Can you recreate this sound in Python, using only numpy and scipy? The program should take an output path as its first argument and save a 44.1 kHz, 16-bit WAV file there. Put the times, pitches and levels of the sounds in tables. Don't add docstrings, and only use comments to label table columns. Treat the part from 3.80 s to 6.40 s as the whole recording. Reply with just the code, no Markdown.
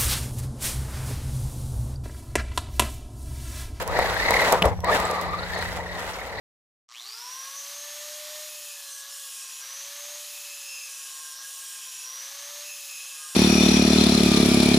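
import sys
import numpy as np
from scipy import signal
from scipy.fft import rfft, irfft, next_fast_len
from scipy.io import wavfile
from scipy.ndimage import map_coordinates

SR = 44100
rng = np.random.default_rng(int(sys.argv[2]) if len(sys.argv) > 2 else 0)


def pcm_store(signal):
    levels = np.round(np.clip(np.atleast_2d(signal), -1, 1) * 32767)
    wavfile.write(sys.argv[1], SR, levels.astype(np.int16).T)


N = 114660

# (time [s], level [dB])
TYRE_ENVELOPE = [(0, -40.5), (.06, -51.5), (.18, -41.5), (.5, -39.5), (.68, -34.5), (.76, -39),
                 (.81, -47.5), (.86, -39.5), (.95, -65), (1.035, -64), (1.045, -63.5), (1.125, -32.5),
                 (1.24, -43), (1.42, -46.5), (1.5, -55), (1.66, -49.5), (1.79, -44.5), (1.96, -46.5),
                 (2.07, -54), (2.14, -49), (2.28, -44.5), (2.55, -51.5)]


def amp(db):
    return 10 ** (np.asarray(db) / 20)


def unit(x):
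    return x / np.sqrt(np.mean(x ** 2) + 1e-20)


def along(points, hz):
    freqs, values = np.transpose(points)
    return np.interp(np.log(hz + 1), np.log(freqs + 1), values)


def curve(rows):
    return np.interp(np.arange(N) / SR, *np.transpose(rows))


def wobble(rate):
    return map_coordinates(rng.standard_normal(N), [np.arange(N) * rate / SR + 4])


def swell(s, width_s):
    return np.exp(-.5 * ((np.arange(N) / SR - s) / width_s) ** 2)


def filtered(x, response):
    size = next_fast_len(N + SR // 4)
    return irfft(rfft(x, size) * response(np.fft.rfftfreq(size, 1 / SR)), size)[..., :N]


def coloured(x, spectrum):
    return unit(filtered(x, lambda hz: amp(along(spectrum, hz))))


def spread(pair):
    # (frequency [Hz], likeness [clipped to 0..1])
    likeness = [(250, 10), (550, 1.5), (1100, 0.8), (2200, 0.03), (4400, 0.56), (12000, -1)]
    angle = lambda hz: np.arccos(np.clip(along(likeness, hz), 0, 1)) / 2
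    mid, side = filtered(pair, lambda hz: np.array([np.cos(angle(hz)), np.sin(angle(hz))]))
    return np.array([mid + side, mid - side])


def add(track, s, sound):
    part = track[..., round(s * SR):][..., :sound.shape[-1]]
    part += sound[..., :part.shape[-1]]


def impacts(per_s, scatter_db, life_s):
    hits = rng.random(N) < per_s / SR
    sizes = hits * amp(scatter_db * np.clip(rng.standard_normal(N), -2, 2))
    power = signal.lfilter([1], [1, -np.exp(-2 / (life_s * SR))], sizes ** 2)
    return unit(np.sqrt(power) * rng.standard_normal((2, N)))


def clicks(rows, ring_s, crack_s, crack_gain, low_cut_hz):
    out, t = np.zeros((2, N)), np.arange(SR // 50) / SR
    for s, db, hz in rows:
        ring = np.sin(2 * np.pi * hz * t + rng.normal(0, 1.0, (2, 1))) * np.exp(-t / ring_s)
        crack = crack_gain * rng.standard_normal((2, len(t))) * np.exp(-t / crack_s)
        add(out, s, amp(db) * (ring + crack))
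    return signal.lfilter(*signal.butter(2, low_cut_hz, "high", fs=SR), out)


def still_air(level_db=-77):
    # (frequency [Hz], level [dB])
    spectrum = [(100, -24), (700, 1), (2000, -10), (16000, -36)]
    return amp(level_db) * coloured(spread(rng.standard_normal((2, N))), spectrum)


def far_engine(pitch_hz=178.6, sub_octave_db=-2):
    # (time [s], level [dB])
    envelope = [(0, -50.5), (.95, -43), (2.18, -47.5), (2.6, -69)]
    phase = 2 * np.pi * pitch_hz * np.arange(N) / SR
    return amp(curve(envelope)) * np.sqrt(2) * (np.sin(phase) + amp(sub_octave_db) * np.sin(phase / 2))


def wind(buffet_db=1.5):
    # (time [s], level [dB])
    gusts = [(0, -42), (.12, -35), (.8, -39), (.862, -33), (1.05, -35.5), (1.35, -45), (1.48, -38.5),
             (1.82, -38), (2.2, -43), (2.6, -47)]
    # (frequency [Hz], level [dB])
    spectrum = [(25, -29), (50, -2), (75, -5.5), (115, -10), (200, -21), (2000, -55)]
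    rumble = coloured(rng.standard_normal((2, N)), spectrum)
    return amp(curve(gusts) + buffet_db * wobble(15.4)) * rumble


def controller(nearest_s=1.01, width_s=.045):
    # (pitch [Hz], level [dB])
    tones = [(5771, -56), (7817, -65), (11531, -63)]
    t = np.arange(N) / SR
    return swell(nearest_s, width_s) * sum(amp(db) * np.sin(2 * np.pi * hz * t) for hz, db in tones)


def pebbles(count=80, trim_db=6, scatter_db=5, centre_hz=7500):
    # (time [s], level [dB], pitch [Hz])
    accent = [(1.253, -22.5, 7700)]
    when, size, octave = rng.random((count, 3)).T
    s = when * (N - 1) / SR
    db = np.interp(s, *np.transpose(TYRE_ENVELOPE)) + trim_db + scatter_db * (2 * size - 1)
    hz = centre_hz * 2 ** (2 * octave - 1)
    return clicks([*accent, *zip(s, db, hz)], ring_s=.0037, crack_s=.0011, crack_gain=.3, low_cut_hz=4000)


def grit():
    # (time [s], level [dB], pitch [Hz])
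    ticks = [(.025, -25, 12000), (.077, -22.5, 11100), (.19, -21.5, 8940), (.5075, -12.5, 8660),
             (.539, -22, 13800), (.724, -9.5, 9200), (.7285, -17, 9600), (.8555, -20, 11000),
             (1.0045, -32.5, 3320), (1.045, -25.5, 7830), (1.2015, -23, 8900), (1.312, -22, 9000),
             (1.413, -23, 10500)]
    return clicks(ticks, ring_s=.001, crack_s=.0021, crack_gain=1.0, low_cut_hz=5650)


def scrapes(centre_hz=4140, width_hz=400, width_s=.007):
    # (time [s], level [dB])
    slips = [(1.595, -41), (1.637, -42), (1.75, -41), (1.778, -43), (1.818, -40.5), (2.585, -46.5)]
    passband = lambda hz: np.exp(-.5 * ((hz - centre_hz) / width_hz) ** 2)
    swish = unit(filtered(rng.standard_normal((2, N)), passband))
    return swish * sum(amp(db) * swell(s, width_s) for s, db in slips)


def thuds(rise_s=.008):
    # (time [s], level [dB], pitch [Hz])
    thumps = [(.818, -23, 180), (.853, -17.5, 73), (.917, -29, 88), (.982, -24.5, 70)]
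    out, t = np.zeros(N), np.arange(SR // 2) / SR
    envelope = t / rise_s * np.exp(1 - t / rise_s)
    for s, db, hz in thumps:
        add(out, s, amp(db) * envelope * np.sin(2 * np.pi * hz * t))
    return out


def tyres(trim_db=6.5, clump_db=1.62):
    # (frequency [Hz], level [dB])
    spectrum = [(500, -4), (1300, 7.5), (2300, 1.5), (5300, -7), (8000, -4.5), (10500, -6), (15500, -12.5)]
    grains = impacts(per_s=1300, scatter_db=3.5, life_s=.00056)
    dust = rng.standard_normal((2, N))
    crunch = coloured(spread(grains + dust), spectrum)
    return amp(curve(TYRE_ENVELOPE) + trim_db + clump_db * wobble(60)) * crunch


def stone_clacks():
    # (time [s], level [dB], pitch [Hz])
    clacks = [(.3, -21, 3500), (.8222, -9, 2700), (.8257, -7, 2950), (1.8255, -14.5, 1650)]
    return clicks(clacks, ring_s=.0008, crack_s=.0009, crack_gain=.3, low_cut_hz=900)


def knocks():
    # (frequency [Hz], bandwidth [Hz], level [dB])
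    modes = [(500, 130, -3), (700, 190, 0), (950, 220, -2), (1250, 260, -7), (1950, 350, -14)]
    # (time [s], level [dB])
    bumps = [(.189, -7), (.1945, -14), (.5065, -10), (.647, -16), (.7235, -11), (.728, -5), (.736, -9),
             (.845, -12), (.99, -29), (1.038, -21)]
    out, t = np.zeros(N), np.arange(SR // 16) / SR
    ring = sum((-1) ** k * amp(db) * np.exp(-np.pi * width * t) * np.sin(2 * np.pi * hz * t)
               for k, (hz, width, db) in enumerate(modes))
    for s, db in bumps:
        add(out, s, amp(db) * ring / np.abs(ring).max())
    return out


def rattle(trim_db=-2.5):
    # (time [s], level [dB])
    envelope = [(0, -28.5), (.05, -35.5), (.17, -25), (.3, -27), (.39, -34), (.49, -25.5), (.64, -22.5),
                (.74, -18.5), (.81, -27.5), (.845, -18.5), (.88, -21), (.91, -29.5), (.935, -29.5),
                (.955, -48), (1.03, -46), (1.042, -31), (1.125, -19), (1.25, -29), (1.41, -30),
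                (1.5, -34.5), (1.68, -38.5), (1.77, -31), (1.89, -39.5), (1.98, -32), (2.08, -38),
                (2.16, -35.5), (2.5, -38), (2.6, -35.5)]
    # (frequency [Hz], level [dB])
    spectrum = [(100, -34), (220, -9.5), (350, -7), (480, 4), (700, 1.5), (950, 2), (1400, -15),
                (2000, -12), (2800, -31), (6000, -44)]
    chatter = impacts(per_s=1300, scatter_db=3, life_s=.0039)
    return amp(curve(envelope) + trim_db) * coloured(spread(chatter), spectrum)


def mesh_tone(pitch, cycles, blur=.05):
    harmonics = [17.5, 1.5, -5]
    tone = np.zeros(N)
    for k, db in enumerate(harmonics, 1):
        drift = np.cumsum(blur * pitch * np.sqrt(k) * wobble(600)) / SR
        tone += amp(db) * np.sin(2 * np.pi * (k * cycles + drift))
    return tone


def gear_rasp(throb, throb_db=4):
    # (time [s], level [dB])
    envelope = [(0, -65), (.18, -30.5), (.33, -37), (.45, -30), (.63, -29), (.75, -39.5), (.94, -81),
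                (1.035, -68), (1.045, -34), (1.2, -35.5), (1.5, -40.5), (1.7, -42.5), (1.77, -38),
                (2.06, -52.5), (2.13, -41), (2.28, -61), (2.6, -40.5)]
    # (frequency [Hz], level [dB])
    resonances = [(900, -6), (1550, -4.5), (1950, 10), (2350, -4.5), (3200, -24), (3850, -3), (4500, -6.5),
                  (5300, -15.5), (12000, -62)]
    friction = amp(throb_db * throb) * rng.standard_normal((2, N))
    return amp(curve(envelope)) * coloured(spread(friction), resonances)


def gear_whine(pitch, cycles, throb, trim_db=4.5, throb_db=7.5, rough_db=2.2, surge_db=1.8, width=.52):
    # (time [s], level [dB])
    envelope = [(0, -59), (.1, -43), (.21, -38), (.3, -45), (.43, -34), (.62, -32.5), (.72, -46),
                (.85, -45), (.94, -59), (1.034, -59), (1.042, -35), (1.098, -32), (1.19, -38.5),
                (1.35, -40.5), (1.535, -38), (1.58, -46), (1.72, -46), (2.6, -51.5)]
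    # (time [s], boost [dB])
    catches = [(.598, 3), (1.096, 8), (1.543, 8)]
    # (frequency [Hz], gain [dB])
    housing = [(1000, 2.5), (2050, -1), (3300, -0.5), (3850, 2.5), (4500, -39), (5300, 5), (7000, -3)]
    load_db = surge_db * wobble(22) + sum(db * swell(s, width_s=.003) for s, db in catches)
    direct, scattered = mesh_tone(pitch, cycles), width * mesh_tone(pitch, cycles)
    gain = amp(throb_db * throb + rough_db * wobble(300) + load_db)
    tone = unit(gain * np.array([direct + scattered, direct - scattered]))
    return amp(curve(envelope) + trim_db) * filtered(tone, lambda hz: amp(along(housing, hz)))


def gears(flutter=.021, teeth_per_turn=57, tight_spot_s=.598, full_speed_hz=2050):
    # (time [s], pitch [Hz])
    mesh_pitch = [(0, 800), (.08, 1050), (.17, 1850), (.23, 1950), (.31, 1350), (.42, 1980), (.51, 2000),
                  (.55, 2090), (.64, 2070), (.76, 1350), (.96, 750), (1.1, 1180), (1.125, 1850),
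                  (1.15, 1750), (1.19, 1200), (1.555, 1170), (1.7, 1730), (1.98, 1980), (2.2, 1850),
                  (2.43, 2100), (2.6, 1980)]
    pitch = curve(mesh_pitch)
    cycles = np.cumsum(pitch * (1 + flutter * wobble(90))) / SR
    wheel_turns = (cycles - cycles[round(tight_spot_s * SR)]) / teeth_per_turn
    throb = np.cos(2 * np.pi * wheel_turns) * (pitch / full_speed_hz) ** 2
    return gear_whine(pitch, cycles, throb) + gear_rasp(throb)


def scene():
    rolling = gears() + controller() + rattle() + tyres() + scrapes()
    hits = knocks() + thuds() + grit() + stone_clacks() + pebbles()
    return rolling + hits + wind() + far_engine() + still_air()


def record(dry, left_lag_s=.00009, top_hz=16000):
    # (frequency [Hz], gain [dB])
    left_eq = [(100, 1.5), (4500, 4.5), (5600, 0.5), (7000, -14.5), (8700, -15), (11000, -5.5), (15000, -4)]
    # (frequency [Hz], gain [dB])
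    right_eq = [(1000, 1), (4500, 4.5), (7500, 3), (9000, -2), (11500, 0), (15000, -4.5)]
    left = lambda hz: amp(along(left_eq, hz)) * np.exp(-2j * np.pi * hz * left_lag_s)
    right = lambda hz: amp(along(right_eq, hz))
    return filtered(dry, lambda hz: (hz < top_hz) * np.array([left(hz), right(hz)]))


dry = scene()
out = record(dry)
pcm_store(out)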